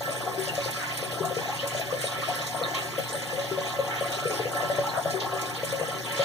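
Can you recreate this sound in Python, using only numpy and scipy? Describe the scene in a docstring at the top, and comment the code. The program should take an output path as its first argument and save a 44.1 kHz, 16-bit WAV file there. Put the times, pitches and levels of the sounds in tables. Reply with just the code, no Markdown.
"""Filter outlet pouring into an aquarium

A fan of water falls into a half-filled glass tank, heard from close by. The sputtering stream
drags air under: big bubbles gulp, small ones plink and fizz, splashes and spray crackle on the
surface. The air between the glass walls rings with the bubbles, over the low hum of the pump."""
import sys
import numpy as np
from scipy import signal
from scipy.fft import rfft, irfft
from scipy.io import wavfile
from scipy.ndimage import uniform_filter1d

SR = 44100
rng = np.random.default_rng(int(sys.argv[2]) if len(sys.argv) > 2 else 0)


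def bounce(signal):
    """Save signal as a 16-bit WAV file at the path given by the first command-line argument."""
    frames = np.transpose(np.atleast_2d(signal))
    limited = np.clip(frames, -1, 1)
    pcm = np.round(limited * 32767).astype(np.int16)
    wavfile.write(sys.argv[1], SR, pcm)


N = 275184
SURGES_PER_S = 9  # how fast the stream sputters


def undb(db):
    """Decibels to gain."""
    return 10 ** (np.asarray(db) / 20)


def unit(x):
    """Scale to rms 1."""
    return x / np.sqrt(np.mean(x ** 2))


def pan(db):
    """Left and right gains for a level difference."""
    return undb(np.array([[1], [-1]]) * db / 2)


def spectrum(points):
    """A curve of (f/Hz, level/dB) points on a log axis, read at every frequency bin."""
    hz, db = np.transpose(points)
    return np.interp(np.log(np.fft.rfftfreq(N, 1 / SR) + 1), np.log(hz), db)


def colour(x, eq):
    """EQ a sound and scale it to rms 1."""
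    return unit(irfft(rfft(x) * undb(spectrum(eq)), N))


def add(out, s, x):
    """Mix a short sound in at time s."""
    i = int(np.clip(s * SR, 0, N - 1))
    out[i:i + len(x)] += x[:N - i]


def fade(t, t60):
    """Exponential decay, 60 dB down at t60."""
    return np.exp(-np.log(1000) * t / t60)


def wander(rate):
    """A smooth random drift at rms 1, with `rate` turns a second."""
    steps = rng.standard_normal(int(rate * N / SR) + 2)
    ramps = np.interp(np.arange(N) * rate / SR, np.arange(len(steps)), steps)
    return unit(uniform_filter1d(ramps, size=1024))


def ring(x, response):
    """Pass a mono sound through a stereo impulse response."""
    return signal.fftconvolve(x[None], response, axes=1)[:, :N]


def bubble(hz, t60, glide, rise_s):
    """A damped ring that swells as the neck closes and climbs in pitch as the bubble rises."""
    t = np.arange(int(t60 * SR) + 2) / SR
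    envelope = fade(t, t60) * (1 - np.exp(-(t / rise_s) ** 2))
    return envelope / envelope.max() * np.sin(2 * np.pi * hz * t * (1 + glide * t / t60 / 2))


def swarm(per_s, low_hz, high_hz, cycles, spread_db, glide):
    """Bubbles of all sizes born at random moments, each ringing for roughly `cycles` periods."""
    out = np.zeros(N)
    for when, pitch, force, life in rng.random((int(per_s * N / SR), 4)):
        hz = low_hz * (high_hz / low_hz) ** pitch
        ping = bubble(hz, t60=cycles * (.5 + life) / hz, glide=glide, rise_s=1 / hz)
        add(out, when * N / SR, undb(spread_db * force ** 2) * ping)
    return out


def walls(x, wet_db, t60, room_db, room_t60):
    """The dry sound plus dense reflections off the glass and a longer room tail, different per side."""
    t = np.arange(SR // 3) / SR
    decay = fade(t, t60) + undb(room_db) * fade(t, room_t60)
    tail = rng.standard_normal((2, len(t))) * decay * (t > .001)
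    tail /= np.sqrt(np.sum(tail ** 2, axis=1, keepdims=True))
    return x + undb(wet_db) * ring(x, tail)


# air modes between the glass walls: f/Hz, t60/s, gain/dB, left minus right/dB
TANK_MODES = [(297.7, 0.92, -0.5, 3), (382.9, 0.44, 6, 8.5), (474, 0.57, -2.5, -9), (566, 0.21, 6, -12.5),
              (719.8, 0.26, -1, -11), (852, 0.14, -4.5, 0), (911, 0.48, 2, 6), (1075.6, 0.19, 8.5, -3.5),
              (1331, 0.26, 11, -6.5), (1574, 0.27, 7, 10.5), (1697, 0.36, 7.5, 11.5),
              (1757, 0.23, 12.5, -4.5)]
def tank(x):
    """The standing waves above the water ring on after each bubble."""
    t = np.arange(SR // 2) / SR
    modes = 0
    for hz, t60, db, side_db in TANK_MODES:
        polarity = np.array([[1], [np.sign(1450 - hz)]])  # the highest modes are flipped on the right
        mode = undb(db) * fade(t, t60) / t60 * np.cos(2 * np.pi * hz * t)
        modes = modes + pan(side_db) * polarity * mode
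    return ring(x, 2 * np.log(1000) / SR * modes)


# hum tones: f/Hz, level/dB, left minus right/dB
PUMP_TONES = [(121.2, -48, -12.5), (300.4, -54, -13)]
def pump():
    """The filter pump hums steadily."""
    t = np.arange(N) / SR
    return sum(pan(side_db) * undb(db) * np.sqrt(2) * np.sin(2 * np.pi * (hz * t + rng.random()))
               for hz, db, side_db in PUMP_TONES)


# rumble EQ: f/Hz, gain/dB
SLOSH_EQ = [(25, -36), (60, -15), (104, -12), (125, -5), (155, 2), (180, -14.5), (245, -6), (330, -29),
            (600, -26)]
def slosh():
    """The stirred water lays down a low, wide rumble."""
    centre, wide = rng.standard_normal(N), rng.standard_normal((2, N))
    return undb(-44) * colour(centre + 1.13 * wide, SLOSH_EQ)


# EQ of the midrange bubble bed: f/Hz, gain/dB
CHURN_EQ = [(200, -7), (330, -16.5), (450, -6), (600, -3.5), (850, 2.5), (1000, -6), (1250, 0.5),
            (1480, -12), (1800, 2.5), (2500, -116)]
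def churn(ride_db):
    """Middling bubbles tumble where the stream plunges in."""
    bubbles = swarm(per_s=480, low_hz=257.7, high_hz=2044, cycles=17.8, spread_db=9, glide=.019)
    air = colour(bubbles, CHURN_EQ) * undb(ride_db)
    near = walls(air, wet_db=-1.5, t60=.08, room_db=-12, room_t60=.45)
    return undb(-1) * near + undb(6) * tank(air)


# EQ of the bright bubble bed: f/Hz, gain/dB
FIZZ_EQ = [(900, -12), (1450, -10.5), (1750, -1), (2300, 2.5), (3300, 3), (4200, -0.5), (5200, -2.5),
           (7000, 0.5)]
def fizz(ride_db):
    """Small bubbles swarm at two spots on the surface, each spot with its own reflections."""
    spots = []
    for _ in range(2):
        bubbles = swarm(per_s=520, low_hz=1280, high_hz=6900, cycles=20, spread_db=11, glide=.1)
        spots.append(colour(bubbles, FIZZ_EQ) * undb(ride_db))
    near = sum(walls(air, wet_db=9, t60=.1, room_db=-9, room_t60=.25) for air in spots)
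    return undb(-13.5) * near + undb(-3) * tank(sum(spots))


# top-end EQ for sizzle and spray: f/Hz, gain/dB
MIST_EQ = [(1500, -5), (5500, 6.5), (7400, -9), (8700, 4.5), (11500, -7), (15500, -12)]
def sizzle(ride_db):
    """The tiniest bubbles burst in short, high spurts."""
    bubbles = swarm(per_s=220, low_hz=6500, high_hz=15000, cycles=22, spread_db=22, glide=.03)
    near = walls(colour(bubbles, MIST_EQ), wet_db=10, t60=.07, room_db=-14, room_t60=.25)
    return undb(-57.5 + .5 * (ride_db - ride_db.mean()) + 2 * wander(SURGES_PER_S)) * near


def spray(ride_db, drops_per_s=130, spread_db=6, tint_db=2, tick_t60=.008, tail_t60=.25, bands=6):
    """Droplets tick on the surface, each with its own colour, smeared by the glass."""
    when, chance = rng.random((int(drops_per_s * N / SR), 2)).T
    onsets = (when * N).astype(int)
    # many faint drops and few loud ones, heavier when the stream swells
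    swell_db = .94 * (ride_db - ride_db.mean()) + 2 * wander(SURGES_PER_S)
    drop_db = -60.5 + spread_db * np.minimum(-np.log(chance), np.e) + swell_db[onsets]
    hiss = rfft([colour(rng.standard_normal(N), MIST_EQ) for _ in range(2)])
    hz, centres_hz = np.fft.rfftfreq(N, 1 / SR), np.linspace(1500, 15500, bands)
    out = 0
    for weights in np.eye(bands):
        band = irfft(hiss * np.interp(hz, centres_hz, weights), N)
        hits = np.bincount(onsets, undb(drop_db + tint_db * rng.standard_normal(len(onsets))) ** 2, N)
        # each hit is a sharp tick whose energy dies away between the walls
        energy = sum(signal.lfilter([gain ** 2], [1, -fade(1 / SR, t60) ** 2], hits)
                     for gain, t60 in [(undb(1), tick_t60), (1, tail_t60)])
        flutter = undb(2 * wander(rate=35))  # the mist comes in quick, uneven spurts
        out = out + flutter * np.sqrt(np.abs(energy)) * band
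    return out


# bursting drops: t/s, brightest f/Hz, level/dB
SPIT_CUES = [(0.031,12500,-40), (.394,14500,-38), (0.55,6060,-34), (.706,9200,-34), (.972,11800,-37),
             (1.115,13000,-45), (1.25,7350,-32.5), (1.672,8000,-29.5), (1.794,12700,-38), (2.013,8700,-32),
             (2.352,10500,-34), (2.466,6200,-32.5), (2.745,5470,-33), (2.783,12200,-45), (2.985,12000,-38),
             (4.117,5860,-33), (4.516,7900,-36), (4.865,6000,-36.5), (5.105,5950,-33.5), (5.412,6500,-32),
             (5.647,8350,-32), (5.72,8900,-36), (6.119,8850,-33.5)]
def spits(width_hz=1100, attack_s=.0036):
    """Bigger drops burst on the surface: a short, broad crack and a narrower, lingering patter."""
    out = np.zeros((2, N))
    t, hz = np.arange(SR // 5) / SR, np.fft.rfftfreq(SR // 5, 1 / SR)
    attack = 1 - np.exp(-t / attack_s)
    for s, centre_hz, db in SPIT_CUES:
        tint = (hz > 1200) / np.sqrt(1 + ((hz - centre_hz) / width_hz) ** 2)
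        for channel in out:
            noise = rfft(rng.standard_normal(len(t)))
            crack = undb(5) * fade(t, t60=.035) * unit(irfft(noise * np.sqrt(tint)))
            patter = undb(-4) * fade(t, t60=.19) * unit(irfft(noise * tint))
            add(channel, s, undb(db) * attack * (crack + patter))
    return out


# splash hits: t/s, middle f/Hz, level/dB
SPLASH_CUES = [(.798, 1800, -36), (1.6, 3270, -37.5), (2.015, 3560, -37), (2.229, 3100, -36.5),
               (2.742, 2700, -31), (3.9, 1900, -35.5), (3.956, 2300, -36), (4.933, 1240, -33.5),
               (5.201, 3630, -34), (5.548, 3200, -37.5), (6.2, 3270, -32.5)]
def splashes(bubbles=28, burst_s=.05, spread_octaves=.33):
    """A lump of water slaps down and breaks into a quick burst of bubbles of mixed sizes."""
    air = np.zeros(N)
    for s, middle_hz, db in SPLASH_CUES:
        for delay, detune in zip(rng.random(bubbles), rng.standard_normal(bubbles)):
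            hz = min(middle_hz * 2 ** (spread_octaves * detune), SR / 3)
            ping = bubble(hz, t60=10 / hz, glide=.038, rise_s=1 / hz)
            add(air, s + burst_s * delay ** 2, undb(db) * ping)
    return undb(-1) * walls(air, wet_db=8, t60=.11, room_db=-15, room_t60=.3)


# small bubble accents: t/s, f/Hz, level/dB
PLINK_CUES = [(0.489,2720,-12.5), (.637,4400,-21), (1.59,2980,-14), (1.905,1170,-17.5), (2.069,3710,-16.5),
              (2.223,1216,-14.5), (2.62,1143,-18), (2.63,4140,-20), (2.636,3700,-13), (3.613,1080,-22),
              (4.125,3780,-17), (4.236,1310,-19.5), (4.652,1320,-29), (4.872,803,-16.5), (4.89,4030,-18.5)]
def plinks():
    """Single bubbles ring out above the swarm."""
    air = np.zeros(N)
    for s, hz, db in PLINK_CUES:
        add(air, s, undb(db) * bubble(hz, t60=34 / hz, glide=.063, rise_s=.0016))
    near = walls(air, wet_db=9, t60=.09, room_db=-13, room_t60=.27)
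    return undb(-14.5) * near + undb(-7) * tank(air)


# pitch scoop, deeper for smaller bubbles: f/Hz, starting drop/fraction of f
PLOP_SCOOP = [(560, .03), (760, .24)]
def plop(hz, t60, rise_s=.003, scoop_s=.008):
    """A big bubble swells, slides up to its pitch and dies away."""
    t = np.arange(int(t60 * SR) + 2) / SR
    envelope = fade(t, t60) * (1 - np.exp(-(t / rise_s) ** 2))
    depth = np.interp(hz, *np.transpose(PLOP_SCOOP))
    pitch = hz * (1 - depth * np.exp(-t / scoop_s))
    return envelope / envelope.max() * np.sin(2 * np.pi * np.cumsum(pitch) / SR)


# big foreground air pockets: t/s, f/Hz, level/dB, t60/s
GULP_CUES = [(.086,604,-24.5,0.16), (.273,856,-20.5,0.062), (.375,376,-27,0.15), (.472,597,-23.5,0.055),
             (.577,580,-21.5,0.07), (.657,530,-25,0.046), (1.025,507,-24,0.032), (1.127,580,-26.5,0.038),
             (1.172,795,-27,.05), (1.203,425,-20,0.063), (1.241,750,-22.5,0.11), (1.307,539,-22.5,0.07),
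             (1.366,480,-18.5,0.063), (1.485,875,-21.5,0.062), (1.527,947,-23.5,0.054),
             (1.629,558,-23,0.079), (1.747,622,-21.5,.061), (1.794,700,-22,0.04), (1.923,513,-19,0.11),
             (2.04,578,-19,0.021), (2.284,774,-18.5,0.046), (2.544,763,-24,.08), (2.61,502,-20.5,0.099),
             (2.733,836,-25,0.035), (2.979,544,-19,0.076), (3.143,610,-23.5,0.044), (3.329,518,-25.5,0.16),
             (3.375,557.5,-23.5,0.2), (3.511,380.7,-21.5,0.075), (3.574,579,-20,0.058),
             (3.787,551,-17.5,0.078), (3.88,842,-25,0.096), (4.009,567,-19,0.046), (4.13,592,-26,0.14),
             (4.254,495,-17,0.087), (4.3,433,-26,0.19), (4.396,447,-20,0.04), (4.453,498,-20.5,0.16),
             (4.631,603,-19,0.062), (4.697,594,-17.5,0.14), (4.783,584,-15,0.056), (4.973,755,-18.5,0.038),
             (5.056,662,-15,0.032), (5.139,376.6,-25,0.15), (5.631,539,-20,0.027), (5.723,547,-22.5,0.19),
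             (5.811,533,-16.5,0.021), (6.192,552,-15.5,0.1)]
def gulps():
    """Air pockets pinch off with a plop, shed three bubbles and shove the water with a soft thump."""
    air, thumps = np.zeros(N), np.zeros(N)
    for s, hz, db, t60 in GULP_CUES:
        add(air, s, undb(db) * plop(hz, t60))
        for delay, detune in rng.random((3, 2)):
            shed = bubble(hz * (.806 + .5 * detune), t60=.066, glide=.042, rise_s=.001)
            add(air, s + .02 * delay, undb(db - 10.5) * shed)
        thump = bubble(rng.uniform(128.3, 156.7), t60=.12, glide=.021, rise_s=.0051)
        add(thumps, s, undb(db) * 500 / hz * thump)  # deeper gulps thump harder
    near = walls(air, wet_db=-6.5, t60=.06, room_db=-7, room_t60=.4)
    low_end = walls(thumps, wet_db=2.5, t60=.1, room_db=0, room_t60=.31)
    return undb(-3.82) * near + undb(-3) * tank(air) + undb(-18.5) * low_end


# slow drift of the stream's strength, riding the churn: t/s, level/dB
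FLOW_RIDE = [(0, 1), (.8, -5), (1.3, 1), (1.9, -4.5), (2.6, -1), (3.5, -3.5), (4.1, -0.5), (4.8, -0.5),
             (5.5, -3.5), (6.24, -1.5)]
# fader ride for fizz, sizzle and spray: t/s, level/dB
TREBLE_RIDE = [(0, 2.5), (.35, -2.5), (.6, 2.5), (.85, -1), (1.2, 0.5), (1.5, 0), (2.05, 2), (2.55, -0.5),
               (2.8, 3), (3.15, -1.5), (3.8, -0.5), (4.5, 2.5), (5.05, -2.5), (5.7, 2), (5.95, 0),
               (6.24, 5.5)]
def scene():
    """The uneven stream drives bubbles and spray over the rumble and hum."""
    t = np.arange(N) / SR
    churn_db = -38 + np.interp(t, *np.transpose(FLOW_RIDE)) + 1.5 * wander(SURGES_PER_S)
    treble_db = -38 + np.interp(t, *np.transpose(TREBLE_RIDE)) + 1.64 * wander(SURGES_PER_S)
    bubbles = gulps() + plinks() + splashes() + churn(churn_db)
    surface = fizz(treble_db) + sizzle(treble_db) + spray(treble_db) + spits()
    return bubbles + surface + slosh() + pump()


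# stereo balance across the spectrum: f/Hz, left minus right/dB
STEREO_BALANCE = [(100, 6), (160, 7.5), (400, 6.5), (650, 9), (950, -1), (1500, 0.5), (2100, -3.5),
                  (3200, 1.5), (4100, -3), (6500, -2.5), (8700, 1), (11000, -1), (12500, -6), (15000, -11)]
def record(dry, comb_hz=2500, low_cut_hz=46, high_cut_hz=15480):
    """Widened stereo, each side with its own colour; the treble swings in and out of phase between them."""
    hz = np.fft.rfftfreq(N, 1 / SR)
    comb_depth = np.clip(hz / 500 - 2, 0, 1) * np.exp(-(hz / 11000) ** 5)
    opposed = np.cos(np.pi * hz / comb_hz) ** 2
    likeness = np.clip(comb_depth * (.53 * (1 - opposed) - opposed ** 2.9), -.98, 1)
    left, right = rfft(dry) * hz ** 2 / (hz ** 2 + low_cut_hz ** 2)
    mid = (left + right) / 2 * np.sqrt(1 + likeness)
    side = (left - right) / 2 * np.sqrt(1 - likeness)
    pair = irfft(np.array([mid + side, mid - side]) * pan(spectrum(STEREO_BALANCE)), N)
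    return signal.sosfiltfilt(signal.ellip(10, .1, 60, high_cut_hz, fs=SR, output="sos"), pair)


dry = scene()
out = record(dry)
bounce(out)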